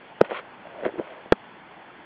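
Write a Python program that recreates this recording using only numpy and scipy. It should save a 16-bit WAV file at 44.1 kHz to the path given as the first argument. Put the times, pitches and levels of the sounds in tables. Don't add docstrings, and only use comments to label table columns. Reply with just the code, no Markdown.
import sys
import numpy as np
from scipy import signal
from scipy.fft import rfft, irfft
from scipy.io import wavfile
from scipy.ndimage import uniform_filter1d

SR = 44100
rng = np.random.default_rng(int(sys.argv[2]) if len(sys.argv) > 2 else 0)


def wrap_up_sound(samples):
    columns = np.atleast_2d(samples).T
    tamed = np.clip(columns, -1, 1)
    steps = np.round(tamed * 32767).astype(np.int16)
    wavfile.write(sys.argv[1], SR, steps)


N = 90404

# freq_hz, relative_density_db
HISS_SPECTRUM = [(20, -21.5), (60, -16.5), (170, -4.5), (330, -3), (520, -5), (900, 0), (1220, -7),
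                 (1600, -5), (2500, -10.5), (3450, -13), (3900, -35.5), (4800, -17.5), (5200, -84.5),
                 (9000, -100)]
# start_s, level_db, polarity, body_hz, body_t60_s, bright_db, thud_db
SPARK_JOLTS = [(.2084, -19, 1, 570, 0.0071, -9, -34), (.2125, 5, 1, 439, 0.0072, -15.5, -15.5),
               (.2186, -30, 1, 386, 0.012, -6, 4.5), (1.3210, -16, -1, 640, 0.0064, -0.5, 7),
               (1.3228, 3.5, -1, 394.5, 0.0061, -7.5, -11), (1.3268, -24, 1, 513, 0.012, 10, -41)]
# freq_hz, gain_db, t60_s
CASING_MODES = [(824, -6.5, 0.024), (1340, -4, 0.014), (1510, 8.5, 0.0071), (1946, 5, 0.0064),
                (2580, -34.5, 0.022), (3316, -6.5, 0.0089), (4180, -3.5, 0.0036)]
# time_s, dull_db, bright_db
RUB_LEVELS = [(.21, -89, -83), (.228, -43, -91), (0.247, -38.5, -35), (0.286, -44, -62),
              (0.303, -51, -39.5), (0.323, -29, -39), (0.348, -42, -34), (.398, -40.5, -35.5),
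              (0.417, -47, -63), (.5, -65, -76), (.62, -67, -52.5), (.66, -49.5, -60), (.74, -48, -55.5),
              (.765, -45, -57), (.815, -41, -52.5), (0.841, -29.5, -46), (.856, -32, -32), (.875, -35, -44),
              (.9, -40.5, -61), (.95, -56.5, -77), (0.987, -41.5, -45), (1.01, -32.5, -58),
              (1.031, -52, -49.5), (1.121, -43.5, -49.5), (1.19, -50.5, -54), (1.239, -52.5, -63),
              (1.27, -93, -81)]
# freq_hz, width_hz, gain_db
DULL_RESONANCES = [(250, 140, -11), (378, 207, -3), (580, 230, 4)]
# freq_hz, width_hz, gain_db
BRIGHT_RESONANCES = [(1092, 350, -4), (1457, 150, -7), (1990, 470, -5.5), (2680, 400, -11),
                     (3230, 250, -11.5), (4860, 1800, -35)]
# start_s, level_db, polarity, body_hz, body_t60_s, bright_db, thud_db
FINGER_JOLTS = [(.236, -32, 1, 560, 0.0085, -16, -22), (.248, -49, 1, 520, 0.018, -1, -13),
                (.295, -34, -1, 520, 0.018, -6, -10), (.3095, -22.5, 1, 500, 0.007, -2.5, -19.5),
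                (.3168, -17, -1, 500, 0.0071, -18.5, -20), (.326, -43, -1, 560, 0.027, 4, -41),
                (.653, -44, 1, 640, 0.019, -15, -7), (.670, -40, 1, 600, 0.011, 2, -5),
                (.755, -39, 1, 620, 0.026, -20.5, -25), (.787, -37.5, 1, 570, 0.011, -7, -19),
                (.809, -42, 1, 570, 0.043, 8.5, -36), (.8258, -28, 1, 480, 0.01, -18, -26),
                (.834, -26.5, -1, 509, 0.014, -8, -7.5), (.843, -27.5, 1, 475, 0.0081, -12, -22),
                (.8515, -32.5, 1, 500, 0.011, 13.5, -2), (.856, -13, -1, 440, 0.0041, -26, -26),
                (.8628, -13.5, 1, 390, 0.01, -12.5, -9), (.879, -24.5, 1, 400, 0.0069, -6.5, -36.5),
                (.889, -29.5, 1, 410, 0.014, -5.5, -24.5), (.938, -37, -1, 340, .025, -22, -24),
                (.9572, -27.5, -1, 420, 0.0057, -24, -27.5), (.965, -41.5, -1, 380, 0.029, -13, -22),
                (.9803, -32.5, -1, 320, .035, -14, 0.5), (.9905, -29, 1, 310, 0.023, -5.5, -15.5),
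                (.9968, -15.5, 1, 380, 0.0078, -20, -7), (1.2585, -35, 1, 442, 0.0079, -18, -2)]


def amp(db):
    return 10 ** (np.asarray(db) / 20)


def unit_rms(x):
    return x / np.sqrt(np.mean(x ** 2) + 1e-20)


def hiss(level_db=-46.5, patch_db=1.5):
    real, imag, patches = rng.standard_normal((N // 128 + 5, 257, 3)).T
    patches = uniform_filter1d(patches, 4, axis=0)
    patches = unit_rms(uniform_filter1d(patches, 12, axis=1))
    spectrogram = (real + 1j * imag) * amp(patch_db * patches)
    noise = signal.istft(spectrogram, nperseg=512, noverlap=384)[1][:N]
    freq_hz, density_db = np.transpose(HISS_SPECTRUM)
    bin_hz = np.fft.rfftfreq(N, 1 / SR)
    colour = amp(np.interp(np.log(bin_hz + 1), np.log(freq_hz), density_db))
    return amp(level_db) * unit_rms(irfft(rfft(noise) * colour, N))


def casing_ring(jolts, tilt_db_per_octave=0, tilt_above_hz=2000):
    attack_s, sag_depth, sag_s, decay_power = .0008, 0.87, 0.00067, 1.923
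    thud_hz, thud_t60_s = 211, 0.039
    out, t = np.zeros(N), np.arange(4000) / SR
    attack = 1 - np.exp(-t / attack_s)
    thud = amp(-60 * t / thud_t60_s) * np.sin(2 * np.pi * thud_hz * t)
    modes = np.zeros(len(t))
    for k, (freq_hz, gain_db, t60_s) in enumerate(CASING_MODES):
        tilt_db = tilt_db_per_octave * max(np.log2(freq_hz / tilt_above_hz), 0)
        modes += (-1) ** k * amp(gain_db + tilt_db - 60 * t / t60_s) * np.sin(2 * np.pi * freq_hz * t)
    for start_s, level_db, polarity, body_hz, body_t60_s, bright_db, thud_db in jolts:
        cycles = np.cumsum(body_hz * (1 + sag_depth * np.exp(-t / sag_s))) / SR
        body = amp(-60 * (t / body_t60_s) ** decay_power) * np.sin(2 * np.pi * cycles)
        ringing = 2 * body + amp(thud_db) * thud + amp(bright_db) * modes
        start = round(start_s * SR)
        out[start:start + len(t)] += polarity * amp(level_db) * attack * ringing
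    return out


def sparks():
    return casing_ring(SPARK_JOLTS)


def resonate(x, freq_hz, width_hz):
    carrier = np.exp(2j * np.pi * freq_hz * np.arange(len(x)) / SR)
    pole = np.exp(-np.pi * width_hz / SR)
    return 2 * (carrier * signal.lfilter([1 - pole], [1, -pole], x / carrier)).real


def finger_rub(slips_per_s=7000, spread_db=2.2):
    time_s, dull_db, bright_db = np.transpose(RUB_LEVELS)
    out = np.zeros(N)
    for resonances, level_db in ((DULL_RESONANCES, dull_db), (BRIGHT_RESONANCES, bright_db)):
        slips = (rng.random(N) < slips_per_s / SR) * rng.standard_normal(N)
        slips *= amp(spread_db * np.minimum(rng.exponential(1, N), 4))
        friction = np.zeros(N)
        for k, (freq_hz, width_hz, gain_db) in enumerate(resonances):
            band = resonate(resonate(slips, freq_hz, width_hz), freq_hz, 2 * width_hz)
            friction += (-1) ** k * amp(gain_db) / np.sqrt(width_hz) * band
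        envelope = amp(np.interp(np.arange(N) / SR, time_s, level_db, left=-120, right=-120))
        out += envelope * unit_rms(friction)
    return out


def finger_bumps():
    return casing_ring(FINGER_JOLTS, tilt_db_per_octave=-14)


def scene():
    return (sparks() + finger_rub() + finger_bumps() + hiss())[None]


def record(dry):
    low_cut_hz, stopband_hz, clip_level, rolloff_hz, band_limit_hz = 35, 5500, .7, 3770, 16300
    thinned = signal.lfilter(*signal.butter(1, low_cut_hz, "high", fs=SR), dry)
    dull = signal.sosfilt(signal.cheby2(12, 70, stopband_hz, fs=SR, output="sos"), thinned)
    clipped = np.clip(dull, -clip_level, clip_level)
    softened = signal.lfilter(*signal.butter(1, rolloff_hz, fs=SR), clipped)
    band_limit = signal.firwin(511, band_limit_hz, window=("kaiser", 9), fs=SR)
    return signal.oaconvolve(softened, band_limit[None], "same")


dry = scene()
out = record(dry)
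wrap_up_sound(out)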